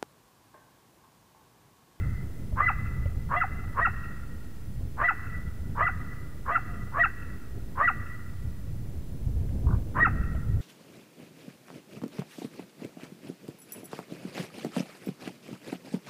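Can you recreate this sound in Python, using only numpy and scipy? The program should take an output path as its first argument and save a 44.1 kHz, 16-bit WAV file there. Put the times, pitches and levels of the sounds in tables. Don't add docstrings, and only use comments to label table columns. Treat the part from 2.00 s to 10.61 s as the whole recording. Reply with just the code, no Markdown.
import sys
import numpy as np
from scipy import signal
from scipy.fft import rfft, irfft, next_fast_len
from scipy.io import wavfile
from scipy.ndimage import uniform_filter1d, map_coordinates

SR = 44100
rng = np.random.default_rng(int(sys.argv[2]) if len(sys.argv) > 2 else 0)


def bounce(signal):
    frames = np.transpose(np.atleast_2d(signal))
    limited = np.clip(frames, -1, 1)
    pcm = np.round(limited * 32767).astype(np.int16)
    wavfile.write(sys.argv[1], SR, pcm)


N = 379701
LEAD = SR

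# [t/s, buffet level/dB, roar level/dB]
WIND_STRENGTH = [(0, -28, -43), (.1, -31, -48), (.3, -37, -47), (.55, -32, -47), (1.25, -32, -47),
                 (1.4, -37, -50), (1.62, -34, -48), (2.1, -36, -48), (2.57, -42, -51), (2.85, -36, -49),
                 (3.25, -40, -50), (3.5, -32, -48), (3.85, -35, -48), (4.3, -40, -49), (4.8, -36.5, -48),
                 (5.42, -44, -49), (5.7, -39, -47), (5.9, -44, -48), (6.1, -37, -49), (6.2, -44, -51),
                 (6.5, -36, -50), (7.2, -38, -47), (7.35, -31, -45), (7.75, -28, -39), (7.85, -32, -44),
                 (8.02, -27, -37), (8.3, -31, -44), (8.61, -32, -45)]
# [f/Hz, level/dB per Hz]
BUFFET_COLOUR = [(5, -23), (20, -6), (60, 2), (110, -1), (160, -8), (250, -23.5), (400, -68.5), (700, -120)]
# [f/Hz, level/dB per Hz]
ROAR_COLOUR = [(100, -16.5), (200, -1), (320, -8.5), (450, -13.5), (900, -27.5), (1300, -43.5),
               (2000, -46.5), (3500, -63), (5000, -120)]
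# [f/Hz, level/dB per Hz]
SHARED_HISS_COLOUR = [(300, 7.5), (1200, 7.5), (2200, 4.5), (3000, 2.5), (5380, 0), (5840, -0.5)]
# [f/Hz, level/dB per Hz]
SIDE_HISS_COLOUR = [(1500, -37), (3000, -9), (5000, -3.5), (15000, -1.5)]
# [delay t/s, level/dB]
BANK_ECHOES = [(0.022, -23.5), (.18, -33.5)]
# [delay t/s, relative level/dB]
SLOPE_ANSWER = [(.01, 16.5), (.05, -1), (.2, -4.5), (.38, -10.5), (.45, -17), (.9, -29), (1.3, -34)]
# [f/Hz, gain level/dB]
ANSWER_COLOUR = [(300, -24), (700, -1.5), (1000, -3), (1350, 4.5), (1650, 7.5), (2000, 7.5), (2700, 6),
                 (4000, -4)]
# [t/s, level/dB before the soft onset, ring f/Hz, click level/dB before a shared trim]
CAMERA_TICKS = [(0.524, -39, 597, -39), (1.057, -33, 557, -15), (7.489, -49, 417, 0),
                (7.556, -38, 405, -22), (8.348, -36.5, 638, -12.5)]
# [f/Hz, level/dB per Hz]
CLICK_COLOUR = [(700, -10), (1500, -3), (3000, -4), (4000, -30)]
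# [centre t/s, highest swing level/dB, swing f/Hz]
EDDY_THUMPS = [(.537, -19, 91), (.795, -29, 108), (1.064, -19, 83), (1.172, -20, 68.6), (3.492, -31, 69.3),
               (7.271, -18.5, 84), (7.5, -21, 60.4), (7.67, -13, 75.4), (7.738, -19, 80),
               (8.004, -19, 70.6), (8.097, -27, 70), (8.206, -22, 70)]
# [rasp starts t/s, squeal locks t/s, voice breaks t/s, lands t/s, slide ends t/s, top pitch f/Hz,
#  rasp level/dB, rasp held back at first level/dB,
#  squeal level/dB on entry, on locking, at the top, on landing, at the slide's end,
#  octave in the slide level/dB, low second tone level/dB,
#  extra towards the slopes level/dB: held squeal, slide]
BARK_LIST = [ (-.29, -.224, -.178, -.17, -.146, 2050, -24, 0, -28, -30, -20, -20, -31, -28, -44, .5, .5),
             (.56, .626, .672, .68, .704, 2040, -24, 0, -28, -28, -23, -20, -31, -30, -43, 3, 2),
             (1.29, 1.371, 1.405, 1.413, 1.443, 2055, -26, 0, -38, -24, -25.5, -19.5, -30, -35, -33, 4, 1),
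             (1.748, 1.821, 1.845, 1.851, 1.874, 1924, -27, -2, -22, -24, -23, -22, -29.5, -31, -38, 3, 2),
             (2.972, 3.044, 3.078, 3.086, 3.112, 1990, -23, 2, -35, -24, -21, -19.5, -31, -30, -37, 1, 1),
             (3.752, 3.831, 3.858, 3.868, 3.889, 2010, -22, 4, -45, -25, -30, -17, -37, -31, -37, 4, -1),
             (4.452, 4.526, 4.545, 4.556, 4.582, 2010, -24, 6, -30, -32, -39, -19, -38, -35, -33, 11, -3),
             (4.922, 5.001, 5.028, 5.037, 5.06, 1952, -27, 3, -26, -20, -15, -15, -35, -21, -36, -6, -4),
             (5.756, 5.836, 5.868, 5.878, 5.904, 1965, -25, 0, -23, -24, -23, -15, -30.5, -26, -40, 0, -3),
             (7.945, 8.01, 8.043, 8.049, 8.072, 1925, -24, -2, -24, -20, -17, -13.5, -28, -27, -47, -5, 2),
             ]
# [share of that time, strongest partial f/Hz, level/dB against its peak, share of the holding back, roughness 0-1]
RASP_PATH = [(0, 940, -21, .3, .9), (.25, 1020, -10, 1, .9), (.5, 1100, -2, .8, .8), (.75, 1180, 0, 0, .75),
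             (1, 1240, -7, 0, .45)]
# [strongest partial f/Hz, level/dB against its peak, roughness 0-1]
RASP_AT_BREAK = (1260, -21, .2)
# [multiple of the pulse rate, relative level/dB]
PULSE_PARTIALS = [(1, -11), (2, 0), (3, -7), (4, -11), (5, -19), (6, -27)]
# [f/Hz, level/dB per Hz]
BREATH_COLOUR = [(300, -34), (600, -11.5), (1000, 1.5), (1500, -4), (1800, -30), (2300, -51.5)]
# [f/Hz, level/dB per Hz]
SNARL_COLOUR = [(1200, -37.5), (1700, 9.5), (2050, 4), (2350, -11), (2700, -17), (3200, -32), (4500, -58)]
# [f/Hz, gain level/dB]
MOUTH_SHAPE = [(250, -8), (500, -1.5), (800, -5.5), (1150, 0), (1600, -0.5), (2050, -8.5), (2350, -13),
               (2700, -10.5), (3300, -14), (4500, -43)]
# [change of level/dB at entry, at the lock, at the top, at the break]
LOW_TONE_PATH = (-4, 0, -3, -16)
# [f/Hz, gain level/dB]
THROAT_SHAPE = [(500, -6), (770, 0), (1000, -10), (1340, 0), (1640, -13), (1950, 0), (2300, -20), (2680, 0),
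                (3150, -18), (3900, -12), (5000, -40)]
# [t/s, level/dB]
HUFF_PATH = [(7.67, -47), (7.685, -46), (7.705, -42), (7.74, -45), (7.762, -50)]
# [f/Hz, level/dB per Hz]
HUFF_COLOUR = [(600, -43), (850, -3), (1050, 5.5), (1300, -7), (1600, -7), (1900, -47)]

GUST_DB, GUST_RATE = 2.5, 9
ENTRY_S, TOP_AT, PAUSE_S, FADE_S = .018, .58, .014, .01
ENTRY_PITCH, LOCK_PITCH, BREAK_PITCH = .83, .98, .965
LAND_HZ, REST_HZ, END_HZ, LAST_HZ = 1450, 1285, 790, 740
BREAK_DB, REST_DB, FADE_DB = -1, -3, -11
VALLEY_DIP_DB = -5
HELD_OCTAVE_DB, LANDING_OCTAVE_DB, OCTAVE_FADE_DB = -30, -17, -3
LOW_GONE_DB = -62
LOW_BASE_HZ, LOW_FOLLOWS = 400, .153
TOP_HZ, OFFSET = 15720, .01524


def amp(db):
    return 10 ** (np.asarray(db) / 20)


def unit(x):
    return x / np.sqrt(np.mean(x ** 2) + 1e-20)


def along(points, hz):
    f, v = np.transpose(points)
    return np.interp(np.log(hz + 1), np.log(f + 1), v)


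def wobble(n, rate):
    points = rng.standard_normal(int(n * rate / SR) + 4)
    return map_coordinates(points, [np.arange(n) * rate / SR])


def filtered(x, response):
    n = x.shape[-1]
    m = next_fast_len(n + 8192)
    hz = np.fft.rfftfreq(m, 1 / SR)
    return irfft(rfft(x, m) * response(hz), m)[..., :n]


def noise(n, colour):
    return unit(filtered(rng.standard_normal(n), lambda hz: amp(along(colour, hz))))


def stretch(rows, fade):
    s, *columns = np.transpose(rows)
    t = np.arange(s[0] - fade, s[-1] + fade, 1 / SR)
    edge = np.clip(np.minimum(t - t[0], t[-1] - t) / fade, 0, 1) ** 2
    curves = [uniform_filter1d(np.interp(t, s, c), size=110) for c in columns]
    return t[0], edge, curves


def turn(hz):
    return 2 * np.pi * (np.cumsum(hz) / SR + rng.random())


def wind():
    s, buffet_db, roar_db = np.transpose(WIND_STRENGTH)
    t = np.arange(N) / SR
    lumps = wobble(N, 24)
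    gusts = GUST_DB * wobble(N, GUST_RATE)
    buffet = unit(amp(1.15 * lumps) * noise(N, BUFFET_COLOUR))
    roar = unit(amp(0.83 * lumps + 1.28 * wobble(N, 60)) * noise(N, ROAR_COLOUR))
    buffet_gain = amp(np.interp(t, s, buffet_db) + gusts)
    roar_gain = amp(np.interp(t, s, roar_db) + .3 * gusts)
    return buffet_gain * buffet + roar_gain * roar


def hiss():
    mid = amp(-59.0) * noise(N, SHARED_HISS_COLOUR)
    side = amp(-66.5) * noise(N, SIDE_HISS_COLOUR)
    return np.array([mid + side, mid - side])


def hillside(voice):
    t = np.arange(round(1.3 * SR)) / SR
    delay, db = np.transpose(SLOPE_ANSWER)
    returned = np.zeros(len(voice))
    for _ in range(5):
        level_db = np.interp(t, delay, db, left=-80) + 0.67 * wobble(len(t), 26.46)
        scatter = rng.standard_normal(len(t)) * amp(level_db)
        path = signal.fftconvolve(voice, scatter / np.linalg.norm(scatter))[:len(voice)]
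        flutter = 0.78 + 0.3 * wobble(len(voice), 70)
        returned += amp(-20.5) * path * flutter
    for s, echo_db in BANK_ECHOES:
        late = round(s * SR)
        returned[late:] += amp(echo_db) * voice[:-late]
    return filtered(returned, lambda hz: amp(along(ANSWER_COLOUR, hz)))


def ticks():
    out = np.zeros(N + SR)
    t = np.arange(SR // 10) / SR
    for s, db, hz, click_db in CAMERA_TICKS:
        tones = np.sin(2 * np.pi * hz * t) + 0.23 * np.sin(2 * np.pi * 1.59 * hz * t)
        ring = amp(-60 * t / .05) * tones
        click = amp(click_db + 0.5 - 60 * t / 0.024) * noise(len(t), CLICK_COLOUR)
        onset = 1 - np.exp(-t / .001)
        out[round(s * SR):][:len(t)] += amp(db) * (ring + click) * onset
    return out[:N]


def thumps():
    out = np.zeros(N + SR)
    t = np.arange(-SR // 20, SR // 20) / SR
    for (s, db, hz), chance in zip(EDDY_THUMPS, rng.random(len(EDDY_THUMPS))):
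        swing = np.cos(2 * np.pi * (hz * t + chance))
        push = swing * np.exp(-(t * hz / 0.48) ** 2)
        out[round(s * SR):][:len(t)] += amp(db) * push
    return out[SR // 20:][:N]


def coyote():
    voice = np.zeros(LEAD + N)
    calls = [huff(HUFF_PATH)]
    facing = [(-1, 0)]  # (s, dB) towards the slopes
    for start, lock, brk, land, end, top_hz, rasp_db, held_db, *levels, hold_facing, slide_facing in BARK_LIST:
        calls.append(rasp(rasp_rows(start, lock, brk, rasp_db, held_db)))
        calls.append(squeal(squeal_rows(lock, brk, land, end, top_hz, *levels)))
        facing += [(lock - ENTRY_S, 0), (lock, hold_facing), (brk, hold_facing)]
        facing += [(land, slide_facing), (end + FADE_S, slide_facing)]
    for start, sound in calls:
        voice[LEAD + round(start * SR):][:len(sound)] += sound
    t = (np.arange(LEAD + N) - LEAD) / SR
    return voice, voice * amp(np.interp(t, *np.transpose(facing)))


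def rasp_rows(start, lock, brk, db, held_db):
    rows = [(start + u * (lock - start), hz, db + change - share * held_db, rough)
            for u, hz, change, share, rough in RASP_PATH]
    end_hz, end_db, end_rough = RASP_AT_BREAK
    return rows + [(brk, end_hz, db + end_db, end_rough)]


def rasp(rows):
    start, edge, (hz, db, rough) = stretch(rows, fade=.006)
    n = len(hz)
    phase = turn(hz / 2) + .7 * rough * wobble(n, 220)
    effort = amp(0.25 * (db + 21))
    tone = 0
    for k, partial_db in PULSE_PARTIALS:
        share = 1 if k == 2 else rough * effort
        uneven = 1 + 0.49 * rough * wobble(n, 189)
        tone = tone + share * amp(partial_db) * np.sin(k * phase) * uneven
    leak = amp(-.5) * noise(n, BREATH_COLOUR) + amp(-5) * effort * noise(n, SNARL_COLOUR)
    breath = rough * leak * (1 + .5 * np.cos(phase))
    throb = amp(1.9 * rough * wobble(n, 95.4) - 2.0 * rough)
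    source = edge * amp(db) * throb * (np.sqrt(2) * tone + breath)
    return start, filtered(source, lambda f: amp(along(MOUTH_SHAPE, f)))


def squeal_rows(lock, brk, land, end, top_hz, entry_db, lock_db, top_db, land_db, end_db, octave_db, low_db):
    s = [lock - ENTRY_S, lock, lock + TOP_AT * (brk - lock), brk,
         (brk + land) / 2, land, land + PAUSE_S, end, end + FADE_S]
    break_hz = BREAK_PITCH * top_hz
    hz = [ENTRY_PITCH * top_hz, LOCK_PITCH * top_hz, top_hz, break_hz,
          (break_hz + LAND_HZ) / 2, LAND_HZ, REST_HZ, END_HZ, LAST_HZ]
    break_db = top_db + BREAK_DB
    db = [entry_db, lock_db, top_db, break_db,
          (break_db + land_db) / 2 + VALLEY_DIP_DB, land_db, land_db + REST_DB, end_db, end_db + FADE_DB]
    octave = [d + HELD_OCTAVE_DB for d in db[:5]]
    octave += [octave_db + LANDING_OCTAVE_DB, octave_db] + [octave_db + OCTAVE_FADE_DB] * 2
    low = [low_db + d for d in LOW_TONE_PATH] + [LOW_GONE_DB] * 5
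    return np.transpose([s, hz, db, octave, low])


def squeal(rows):
    start, edge, (hz, db, octave_db, low_db) = stretch(rows, fade=.008)
    n = len(hz)
    high = turn(hz) + 0.3 * wobble(n, 152.4)
    low = turn(LOW_BASE_HZ + LOW_FOLLOWS * hz) + .2 * wobble(n, 60)
    tone = amp(db + along(THROAT_SHAPE, hz)) * np.sin(high)
    tone += amp(db - 22) * noise(n, SNARL_COLOUR)
    tone += amp(octave_db + along(THROAT_SHAPE, 2 * hz)) * np.sin(2 * high)
    tone += amp(octave_db - 25 + along(THROAT_SHAPE, 3 * hz)) * np.sin(3 * high)
    mixed = np.sin(low) + amp(-16) * np.sin(high + low)
    mixed += amp(-26) * np.sin(2 * high - low + .8 * wobble(n, 200))
    tone_gain = amp(1.8 * wobble(n, 86))
    low_gain = amp(low_db + 2.9 * wobble(n, 80))
    return start, np.sqrt(2) * edge * (tone_gain * tone + low_gain * mixed)


def huff(rows):
    start, edge, (db,) = stretch(rows, fade=.004)
    n = len(db)
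    phase = turn(np.full(n, 53)) + .8 * wobble(n, 40)
    flap = 1.2 + (1 + np.cos(phase)) ** 2
    return start, edge * amp(db) * unit(flap * noise(n, HUFF_COLOUR))


def scene():
    near, towards_slopes = coyote()
    animal = (near + hillside(towards_slopes))[LEAD:]
    return animal + wind() + thumps() + ticks() + hiss()


def record(dry):
    return filtered(dry, lambda hz: hz < TOP_HZ) + OFFSET


dry = scene()
out = record(dry)
bounce(out)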